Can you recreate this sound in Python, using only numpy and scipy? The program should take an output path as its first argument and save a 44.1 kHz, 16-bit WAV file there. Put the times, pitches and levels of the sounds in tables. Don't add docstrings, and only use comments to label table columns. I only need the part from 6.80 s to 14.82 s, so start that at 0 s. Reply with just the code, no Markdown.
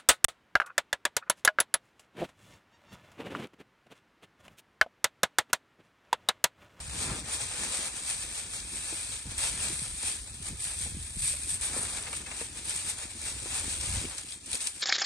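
import sys
import numpy as np
from scipy import signal
from scipy.fft import rfft, irfft, next_fast_len
from scipy.io import wavfile
from scipy.ndimage import uniform_filter1d

SR = 44100
rng = np.random.default_rng(int(sys.argv[2]) if len(sys.argv) > 2 else 0)


def boost(x):
    u = np.asarray(x, float) / 20
    return 10 ** u


def file_out(sig):
    cols = np.atleast_2d(sig).T
    lim = np.clip(cols, -1, 1)
    pcm = np.round(lim * 32767).astype(np.int16)
    wavfile.write(sys.argv[1], SR, pcm)


N = 353625
T = np.arange(N) / SR
CREASE_HZ, FACET_HZ = 7950, 1800

# peak [t/s], buffeting [level/dB], rise [t/s], fall [t/s], rasp re buffeting [level/dB]
GUSTS = [(0.067, -44, 0.14, 0.27, -20), (0.301, -40.5, 0.17, 0.14, 0.2), (0.625, -45.5, 0.12, 0.092, -7.8),
         (0.808, -51, 0.18, 0.53, -0.5), (1.472, -50, 0.22, 0.081, -6.5), (1.909, -48.5, 0.37, 0.19, -5.5),
         (2.364, -50, 0.39, 0.032, -29), (2.466, -44.5, 0.038, 0.52, -13.5), (2.829, -47.5, 0.28, 0.32, -4),
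         (3.151, -44, 0.089, 0.025, -19), (3.252, -47.5, 0.035, 0.063, -11),
         (3.412, -47.5, 0.074, 0.48, -22.5), (3.752, -42.5, 0.11, 0.019, -9.5),
         (4.185, -40, 0.27, 0.12, -16), (4.364, -42, 0.019, 0.27, -22.5), (4.778, -46.5, 0.34, 0.2, -13),
         (4.952, -46.5, 0.093, 0.5, -2.5), (5.314, -53.5, 0.053, 1, -1.5), (5.967, -52.5, 0.82, 0.71, -6.5),
         (6.555, -47, 0.28, 0.28, -8), (6.864, -45, 0.26, 0.38, -6.5), (7.17, -33.5, 0.13, 0.038, -14),
         (7.269, -43, 0.1, 0.031, -4), (7.738, -51.5, 0.062, 0.019, -1.5)]
# [f/Hz], [level/dB per Hz]
RUMBLE_TONE = [(15, -36), (25, -11), (46, 1.5), (65, 5), (151, -9), (200, -17.5), (260, -20.5), (440, -120)]
# [t/s], peak [level/dB]
EDDY_SLAPS = [(0.259, -33.5), (0.31, -27.5), (0.428, -34.5), (2.469, -33.5), (2.737, -37.5), (2.818, -50),
              (2.926, -35.5), (3.018, -32), (3.6, -37), (3.724, -33), (4.006, -36.5), (4.119, -36),
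              (4.167, -30.5), (4.368, -34.5), (6.848, -44), (7.099, -41), (7.141, -31.5), (7.168, -39),
              (7.238, -39)]
# [t/s], peak [level/dB], pitch [f/Hz]
FINGER_TAPS = [(0.6, -49.5, 834), (2.124, -46.5, 326), (3.23, -48.5, 274), (4.059, -49, 232),
               (4.536, -52.5, 577), (4.963, -41.5, 508), (5.03, -49.5, 815), (5.611, -44, 468),
               (6.656, -48, 353), (7.745, -52.5, 258)]
# [t/s], peak [level/dB], pitch [f/Hz]
RIM_TICKS = [(0.2867, -34, 2160), (1.293, -42, 2480), (2.5845, -36.5, 2140), (4.8145, -54, 2500),
             (5.2689, -32.5, 2190), (5.3303, -30.5, 2360), (5.462, -34.5, 2170), (5.5144, -31.5, 2290),
             (5.6072, -38, 2250), (6.4617, -33.5, 1650), (7.0843, -35, 2260), (7.252, -32, 2420),
             (7.7322, -29.5, 3280), (7.8017, -39.5, 1820), (7.87, -54, 2130)]
# [t/s], peak [level/dB], body re peak [level/dB]
LARGE_POPS = [(0.4567, -35, -3), (2.4273, -27, -12.5), (2.5805, -16, -18), (3.2186, -31, -22),
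              (3.626, -27.5, -10), (3.657, -33, -29), (3.685, -22, -22), (3.8217, -28, -16),
              (3.8412, -18.5, -24), (3.9875, -23, -32.5), (4.2266, -28, -26), (4.6896, -33, -10),
              (4.8112, -20, -24), (5.03, -21, -23), (5.224, -26, -16.5), (5.33, -26, -22),
              (5.4615, -32.5, -7), (5.514, -31, -18), (5.853, -26, -18), (5.895, -19, -35),
              (5.9613, -16.5, -32), (7.01, -23, -4), (7.2958, -28, -10), (7.381, -24.5, -4),
              (7.6595, -28, -12), (7.7147, -23.5, -10), (7.7302, -17, -8), (7.7527, -17, -10),
              (7.745, -21, -8), (7.871, -16, -4)]
# [t/s], peak [level/dB], body re peak [level/dB]
SHARP_CRACKS = [(0.3991, -21, -8), (0.6136, -30, -6), (0.7164, -24, -10), (0.9184, -19, -10),
                (1.8009, -27, 2), (2.1366, -21, -16), (2.402, -33, -4), (2.4644, -33, 0),
                (2.5138, -26, -13), (2.9164, -16, -15), (2.9408, -20, -7), (2.9922, -18, -6),
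                (3.08, -26, -5), (3.1818, -27, -11), (3.532, -50, 16), (3.5385, -29.5, -5),
                (3.5844, -28.5, -13.5), (3.7126, -31, -4), (3.8717, -24, -10), (3.9146, -15, -18),
                (4.3855, -15, -23), (4.7387, -19, -13), (5.1283, -27, -4), (5.2351, -28, 1.5),
                (5.2441, -29, -11), (5.269, -28.5, 0), (5.293, -27, -12), (5.4661, -29, -10),
                (5.6107, -23, -13), (6.0073, -25, -18), (6.2214, -25, -9), (6.3261, -28, -11),
                (6.3331, -18, -14), (6.374, -32, -7), (6.4049, -33.5, -5), (6.8649, -23, -13),
                (7.1039, -14, -16), (7.1687, -21, 0), (7.256, -30, 1), (7.2889, -28, -14),
                (7.3169, -30, -14), (7.3503, -31.5, -0.5), (7.3742, -25, -9), (7.3932, -25, -6),
                (7.4151, -28, -16), (7.4326, -21, -10), (7.4585, -31, -9), (7.4875, -33, 4),
                (7.496, -28, -1), (7.5214, -21.5, -1.5), (7.6327, -41, -9), (7.685, -28, -8),
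                (7.708, -26, -2), (7.7354, -23, -4), (7.7713, -19, -9), (7.8048, -24, -1),
                (7.8152, -22, -9), (7.8452, -18, -12), (7.9634, -32, -11), (8.0143, -24, -15)]
# peak
# [t/s], snaps [level/dB], rise [t/s], fall [t/s], facet ring re snaps [level/dB]
HAND_STROKES = [(0.005, -45.5, 0.057, 0.013, -0.5), (0.231, -36, 0.1, 0.073, -2), (0.39, -42, 0.52, 0.031, -2),
                (0.49, -45, 0.044, 0.04, 0.5), (0.545, -33, 0.053, 0.032, -3.5),
                (0.613, -36.5, 0.035, 0.068, -2.5), (0.745, -45.5, 0.163, 0.012, -2.5),
                (0.844, -36, 0.18, 0.055, -2), (0.931, -35.5, 0.055, 0.16, -2.5),
                (1.075, -38, 0.23, 0.019, -2.5), (1.17, -40.5, 0.056, 0.071, -2.5),
                (1.299, -34.5, 0.075, 0.099, -4), (1.42, -37.5, 0.041, 0.039, -4),
                (1.583, -38.5, 0.18, 0.1, -3.5), (1.749, -39, 0.053, 0.086, -3),
                (1.975, -38.5, 0.079, 0.027, -5), (2.1, -40, 0.22, 0.18, -3), (2.23, -40, 0.42, 0.074, -4.5),
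                (2.34, -38.5, 0.11, 0.091, -4), (2.52, -41.5, 0.064, 0.04, -2.5),
                (2.63, -31.5, 0.048, 0.13, -3.5), (2.841, -33, 0.08, 0.12, -3.5), (2.927, -39, 0.013, 0.49, -7),
            (3.276, -32, 0.085, 0.085, -4.5), (3.472, -49.5, 0.028, 0.064, -2),
            (3.543, -48, 0.0087, 0.052, -3), (3.669, -38.5, 0.047, 0.054, -3.5),
            (3.844, -35, 0.052, 0.14, -7), (3.913, -46.5, 0.13, 0.053, -1),
            (4.026, -35.5, 0.07, 0.093, -5.5), (4.249, -42.5, 0.15, 0.16, -6.5),
            (4.483, -29.5, 0.064, 0.077, -7.5), (4.634, -38, 0.061, 0.037, -7.5),
            (4.705, -31, 0.032, 0.037, -7.5), (4.835, -36, 0.018, 0.14, -3.5),
            (4.972, -34.5, 0.074, 0.23, -8.5), (5.181, -37.5, 0.053, 0.011, -2),
            (5.254, -47.5, 0.79, 0.12, -0.86), (5.365, -36.5, 0.056, 0.035, -5.5),
                (5.616, -39, 0.14, 0.079, -4), (5.782, -40.5, 0.042, 0.025, -3),
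           (5.905, -35, 0.049, 0.022, -3.5), (5.967, -36.5, 0.13, 0.12, -4),
           (6.093, -33.5, 0.046, 0.043, -4), (6.188, -43, 0.03, 0.076, -1.4),
           (6.232, -40.0, 0.023, 0.035, -2.5), (6.313, -43.5, 0.019, 0.013, -2.5),
           (6.482, -36, 0.1, 0.06, -3.5), (6.577, -43, 0.143, 0.39, -3.7), (6.767, -33.5, 0.093, 0.075, -3),
           (6.917, -34.5, 0.097, 0.072, -4), (7.045, -36, 0.081, 0.17, -3.5),
           (7.161, -36.5, 0.067, 0.14, -3), (7.32, -46.5, 0.032, 0.026, 0),
           (7.389, -41, 0.042, 0.034, -3.5), (7.537, -42.5, 0.11, 0.033, -5),
           (7.742, -37.5, 0.063, 0.054, -3.5), (7.868, -36, 0.083, 0.046, -5),
           (7.954, -45.5, 0.021, 0.17, -4.5), (8.006, -43, 0.0081, 0.148, -3.5),
                (0.3, -51.5, 0.044, 0.06, 3.5), (0.26, -52.5, 0.086, 0.12, -0.5), (5.08, -48, 0.12, 0.16, -0.5),
            (7.818, -36, 0.004, 0.02, -6.5), (1.285, -42, 0.011, 0.046, -3.5),
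            (2.583, -34.5, 0.0052, 0.044, -3), (2.67, -36.5, 0.024, 0.025, -2),
            (3.8, -39, 0.0032, 0.027, -10), (4.39, -40, 0.0036, 0.05, -9),
            (4.445, -31.5, 0.056, 0.04, -8.5), (4.51, -36, 0.022, 0.017, -11),
            (4.74, -33, 0.011, 0.037, -9.5), (4.814, -34.5, 0.0027, 0.046, -4.5),
            (4.86, -31, 0.025, 0.014, -18), (7.661, -47, 0.002, 0.027, -4.5),
            (5.463, -51, 0.002, 0.03, -0.5), (7.707, -43, 0.003, 0.026, -7),
            (3.04, -42, 0.059, 0.065, -2.5), (4.945, -49, 0.03, 0.13, 2),
            (5.272, -50.5, 0.0097, 0.022, 2.5), (5.331, -48.5, 0.011, 0.0099, 2),
            (5.463, -50, 0.002, 0.035, 1.5), (5.516, -48.5, 0.012, 0.014, 2),
            (6.2, -44, 0.004, 0.019, -3.5), (7.81, -38.5, 0.014, 0.04, -4), (1.302, -38.5, 0.02, 0.017, -3),
            (1.35, -43, 0.02, 0.015, -4.5), (1.732, -42.5, 0.004, 0.036, -3.5),
            (1.552, -43, 0.015, 0.015, -3.5), (5.57, -48.5, 0.08, 0.08, -0.5),
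            (5.41, -50, 0.05, 0.04, -0.5)]
# [t/s], spread of snap sizes [level/dB]
SNAP_SPREAD = [
    (0, -1.8),
    (2.5, 1.5),
    (3.6, 1),
    (5.3, 3.5),
    (6.8, -2.5),
    (7.3, 5),
    (8.02, 9),
]
# [f/Hz], left [level/dB], right [level/dB]
PORT_COLOUR = [(517, -12, -13.5), (1120, -10, -14.5), (1685, -9, -11), (1890, -11, -13), (2570, -8.5, -9),
               (3390, -6, -13), (4970, -6, -15.5), (6060, -8.5, -10.5), (7130, -5, -8.5), (7870, -6, -6.5),
               (8170, -1.5, -7), (8900, -5.5, -4.5), (10040, -8.5, -9), (10900, -14.5, -15.5),
               (11600, -16.5, -16.5), (11800, -22, -22)]
# [f/Hz], likeness [0-1], how far right leads [radians]
PORT_LIKENESS = [(600, 0.85, -0.1), (1130, 0.65, -0.3), (1440, 0.05, -0.6), (2140, 0.8, 0),
                 (2900, 0.7, -2.8), (3500, 0.3, -1.8), (4000, 0.55, -0.3), (6600, 0.45, -0.5),
                 (7450, 0.35, -1.5), (7950, 0.85, 0), (8300, 0.93, 0), (8700, 0.93, 0.2), (9800, 0.62, 1.9),
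                 (10400, 0.82, 3.1), (11600, 0.75, 3.1)]
# [t/s], from [f/Hz], to [f/Hz]
TREBLE_OPENINGS = [(0.029, 10500, 11200), (0.119, 11050, 11350), (0.189, 10500, 10900),
                   (0.25, 10500, 10900), (0.337, 10500, 11150), (0.43, 10500, 11550), (0.52, 10850, 11850),
                   (0.589, 10500, 11150), (0.662, 10500, 11300), (0.778, 10500, 11750),
                   (0.871, 10500, 11150), (1.01, 10500, 11550), (1.234, 10500, 10950),
                   (1.373, 10500, 11550), (1.602, 10500, 11150), (1.756, 10500, 11750),
                   (1.942, 10500, 11150), (2.011, 10500, 11150), (2.136, 10500, 10700),
                   (2.276, 10500, 10900), (2.441, 10500, 11150), (2.612, 10500, 11150),
                   (2.72, 11450, 11850), (3.088, 10500, 11600), (3.413, 10500, 11100), (3.59, 10500, 11100),
                   (3.741, 10500, 11050), (3.901, 10500, 11000), (4.124, 10500, 11150),
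                   (4.438, 10500, 11550), (4.563, 10500, 11650), (4.647, 10850, 11850),
                   (4.809, 10500, 11150), (4.972, 10500, 11550), (5.065, 10650, 11000),
                   (5.291, 10500, 11600), (5.373, 10500, 11650), (5.599, 10500, 11150),
                   (5.692, 10750, 11100), (5.849, 10500, 11850), (5.93, 10500, 10900),
                   (6.101, 10500, 11600), (6.177, 10500, 11150), (6.255, 10500, 11150),
                   (6.438, 10500, 11850), (6.551, 10500, 11150), (6.83, 10500, 11700),
                   (7.004, 10500, 11150), (7.073, 10500, 11100), (7.143, 10850, 11800),
                   (7.245, 10500, 11500), (7.52, 10500, 10850), (7.602, 10500, 11100),
                   (7.761, 10500, 11850), (7.906, 10500, 11850), (7.996, 10500, 11600)]
# [f/Hz], centre [level/dB], side [level/dB]
ROUNDING_STEPS = [(170, -25, 6), (860, -15, 0), (1200, -10, -5), (1550, -1, -1), (1900, 1, 9),
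                  (2240, -1, 9), (2580, 4, 5), (2920, 10, -1), (3270, 3, -2), (3600, -5, -3), (3950, -4, 2),
                  (4300, -6, -3), (4800, -7, -6), (5330, -6, -2), (6000, 3, 5), (6550, 4.5, 12),
                  (7050, 0, 1), (7400, -5, -4), (7750, -1, 7), (8050, -12, 5), (8450, -11, 11),
                  (8800, -12, 7), (9100, -10, -2), (9460, -7, -4), (9800, 2, -5), (10300, 5, -3),
                  (11200, 6, 2), (11900, 6, 7)]
# [t/s], [f/Hz]
TREBLE_EDGE = [(0, 9900), (2.4, 9950), (2.7, 10300), (5.2, 10300), (5.45, 9850), (6, 10100), (8.02, 10100)]


def evened(x):
    return x / np.sqrt(np.mean(x ** 2) + 1e-20)


def read(table, at):
    first, *columns = np.transpose(table)
    return [np.interp(at, first, c) for c in columns]


def band(x, low_hz, high_hz, order=2):
    return signal.sosfilt(signal.butter(order, [low_hz, high_hz], "band", fs=SR, output="sos"), x)


def swells(rows, peak_db, rest_db, steep=1):
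    s, _, rise, fall, _ = np.transpose(rows)[..., None]
    coarse = T[::100]
    late = coarse - s
    away = np.where(late < 0, -late / rise, late / fall)
    event_db = peak_db[:, None] - 10 * steep * away
    power = (boost(event_db) ** 2).sum(0) + boost(rest_db) ** 2
    return np.interp(T, coarse, 10 * np.log10(power))


def ports(paths, share=1):
    size = next_fast_len(N)
    hz = np.fft.rfftfreq(size, 1 / SR)
    left_db, right_db = read(PORT_COLOUR, hz)
    same, lead = read(PORT_LIKENESS, hz)
    same = np.clip(same, 0, 1)
    a, b = rfft(paths, size)
    right = np.exp(1j * lead) * (same * a + np.sqrt(1 - same ** 2) * b)
    edge = share / (1 + (hz / 12000) ** 60)
    return irfft(edge * np.array([boost(left_db) * a, boost(right_db) * right]), size)[:, :N]


def slaps():
    out, t = np.zeros(N + 2000), np.arange(2000) / SR
    chance = rng.random((len(EDDY_SLAPS), 2))
    for (s, db), (size, sign) in zip(EDDY_SLAPS, chance):
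        hz = 70 + (130 + 90 * size) * np.exp(-t / 0.0143)
        push = np.sin(2 * np.pi * np.cumsum(hz) / SR) * np.minimum(t / 0.0021, 1) * np.sign(sign - .5)
        out[round(s * SR):][:len(t)] += boost(db - 3.5 - 60 * t / 0.14) * push
    return out[:N]


def breeze():
    _, peak_db, _, _, edge_db = np.transpose(GUSTS)
    gust_db = swells(GUSTS, peak_db, rest_db=-62)
    rasp_db = swells(GUSTS, peak_db + edge_db, rest_db=-61.5, steep=1.5)
    lumps = boost(1.8 * evened(band(rng.standard_normal(N), 1.34, 41, order=1)))
    noise = rng.standard_normal((4, N))
    hz = np.fft.rfftfreq(N, 1 / SR)
    rumble = irfft(rfft(noise[:2] * lumps ** 1.13) * boost(read(RUMBLE_TONE, hz)[0]), N)
    rumble /= np.sqrt(uniform_filter1d(rumble ** 2, 5000, axis=1) + 1e-12)
    rasp = evened(band(noise[2:] * lumps ** 2.7, 164, 354))
    centre, side = boost(gust_db) * rumble + boost(rasp_db) * rasp
    side = boost(-15) * side
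    return np.array([centre + side, centre - side]) + slaps()


def taps():
    out, t = np.zeros(N + 4000), np.arange(4000) / SR
    for (s, db, hz), air in zip(FINGER_TAPS, rng.standard_normal((len(FINGER_TAPS), len(t)))):
        thud = evened(band(air, 0.36 * hz, 2.8 * hz))
        knock = 1.24 * np.sin(2 * np.pi * hz * t) + 1.02 * thud
        out[round(s * SR):][:len(t)] += boost(db + 6.0 - 60 * t / 0.075) * np.minimum(t / 0.0031, 1) * knock
    return out[:N] * boost(np.array([[.4], [-.4]]))


def ticks():
    out, t = np.zeros((2, N + 3000)), np.arange(3000) / SR
    for s, db, hz in RIM_TICKS:
        notes_hz = hz * np.array([[.96], [1.04], [1.19]])
        ring = np.sin(2 * np.pi * notes_hz * t) * boost(db + 3.0 - 60 * t / 0.04)
        paths = np.array([ring.sum(0), ring[0] - ring[1] + ring[2]])
        out[:, round(s * SR):][:, :len(t)] += paths * np.minimum(t / 0.00027, 1)
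    return ports(out[:, :N])


def crumples(t60, count, echo_db=-8, echo_t60=0.087, rise=0.00016):
    t = np.arange(4096) / SR
    fall = boost(-60 * t / t60) * np.minimum(t / rise, 1)
    echoes = boost(-60 * t / echo_t60) * np.minimum(t / 0.0014, 1)
    shape = fall / np.linalg.norm(fall) + boost(echo_db) * echoes / np.linalg.norm(echoes)
    bursts = rng.standard_normal((count, 2, len(t))) * shape
    return bursts / np.linalg.norm(bursts, axis=2, keepdims=True)


def pops(rows, t60, top_db, low_db):
    s, db, body_db = np.transpose(rows)
    out = np.zeros((2, N + 4096))
    top = band(crumples(t60, count=len(s), echo_db=-9, rise=.001), CREASE_HZ, 12000)
    low = band(crumples(t60, count=len(s), echo_db=-9, rise=.0008), 2600, 6400)
    for at, a, b, crack, body in zip(np.round(s * SR).astype(int), db, body_db, top, low):
        crack = crack / abs(crack[0]).max()
        body = body / abs(body[0]).max()
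        out[:, at:at + 4096] += boost(a + top_db) * (crack + boost(b + low_db) * body)
    return ports(out[:, :N])


def shower(size, kind, shapes):
    return sum(signal.oaconvolve((size * (kind == k))[None], s, axes=1)[:, :N] for k, s in enumerate(shapes))


def at_level(x, level):
    return x * np.sqrt(np.mean(level ** 2) / np.mean(x.mean(0) ** 2))


def snaps():
    spread_db = read(SNAP_SPREAD, T)[0]
    clumps = evened(band(rng.standard_normal(N), 1.3, 130, order=1))
    size = boost(np.clip(spread_db, 1.2, 3.0) * np.minimum(rng.exponential(1, N), 3.2) + 0.45 * clumps)
    size *= rng.random(N) < 3500 / SR
    return size / np.sqrt(uniform_filter1d(size ** 2, 2000) + 1e-9)


def foil():
    strokes = np.array(HAND_STROKES)
    _, peak_db, _, _, loose_db = strokes.T
    snap_db = swells(strokes, peak_db, rest_db=-75)
    facet_db = swells(strokes, peak_db + loose_db, rest_db=-59)
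    flex_db = swells(strokes, peak_db - 2.5 + 3.19 * loose_db, rest_db=-75, steep=0.97)
    size = snaps()
    kind, out = rng.integers(0, 18, N), 0
    hz = np.fft.rfftfreq(next_fast_len(N), 1 / SR)
    blend = np.sqrt(hz ** 6 / (hz ** 6 + FACET_HZ ** 6))
    parts = [(snap_db, CREASE_HZ, 13000, .005, .4, 1),
             (facet_db, FACET_HZ / 2, CREASE_HZ, .01, .6, blend),
             (flex_db, 400, 2 * FACET_HZ, .03, .6, np.sqrt(1 - blend ** 2))]
    for db, low_hz, high_hz, t60, trim_db, share in parts:
        ring = band(shower(size * boost(db), kind, crumples(t60, count=18)), low_hz, high_hz, order=10)
        out = out + boost(trim_db) * at_level(ports(ring, share), boost(db))
    return out


def scene():
    large = pops(LARGE_POPS, t60=.013, top_db=7.5, low_db=2.8)
    sharp = pops(SHARP_CRACKS, t60=.015, top_db=-6.0, low_db=10.0)
    return breeze() + taps() + ticks() + large + sharp + foil()


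def thinned(x):
    size, lines, wide = 1024, 560, 16
    start, edge_chance_hz = 70, 130
    window = signal.windows.kaiser_bessel_derived(2 * size, 4 * np.pi)
    basis = np.cos(np.pi / size * (np.arange(2 * size)[:, None] + .5 + size / 2) * (np.arange(lines) + .5))
    basis *= window[:, None] * np.sqrt(2 / size)
    count = N // size + 2
    padding = [(0, 0), (size - start, (count + 1) * size - N - size + start)]
    blocks = np.pad([x[0] + x[1], x[0] - x[1]], padding)
    blocks = blocks.reshape(2, count + 1, size) / 2
    z = np.concatenate([blocks[:, :-1], blocks[:, 1:]], axis=2) @ basis
    t = (np.arange(count)[:, None] * size + start) / SR
    hz = (np.arange(lines) + .5) * SR / 2 / size

    power = uniform_filter1d(z ** 2, size=2 * wide, axis=2)[..., wide // 2::wide]
    power_db = 10 * np.log10(power + 1e-14)
    usual_db = power_db.mean(1, keepdims=True)
    chance = evened(uniform_filter1d(rng.standard_normal(power_db.shape), size=3, axis=1))
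    step_db = usual_db + .8 * (power_db - usual_db) + 5 * chance
    step_db = step_db + np.array(read(ROUNDING_STEPS, hz[wide // 2::wide]))[:, None]
    step = boost(np.repeat(step_db, wide, axis=2))
    z = np.sign(z) * step * np.floor(abs(z / step) ** (3 / 4) + .4054) ** (4 / 3)

    s, from_hz, to_hz = np.transpose(TREBLE_OPENINGS)[..., None, None]
    is_open = ((abs(t - s) < .021) & (hz > from_hz - 250) & (hz < to_hz)).any(0)
    z[0] *= is_open | (hz < read(TREBLE_EDGE, t)[0] + edge_chance_hz * rng.standard_normal(t.shape))
    z *= hz < 11930 - 60 + 2 * edge_chance_hz * np.minimum(rng.standard_normal(t.shape), .2)
    halves = z @ basis.T
    centre, side = (halves[:, 1:, :size] + halves[:, :-1, size:]).reshape(2, -1)
    return np.pad([centre + side, centre - side], [(0, 0), (start, size)])[:, :N]


def top_cut(x):
    return signal.sosfilt(signal.butter(12, 11930, fs=SR, output="sos"), x)


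def record(dry):
    mix = thinned(dry)
    return top_cut(mix)


dry = scene()
out = record(dry)
file_out(out)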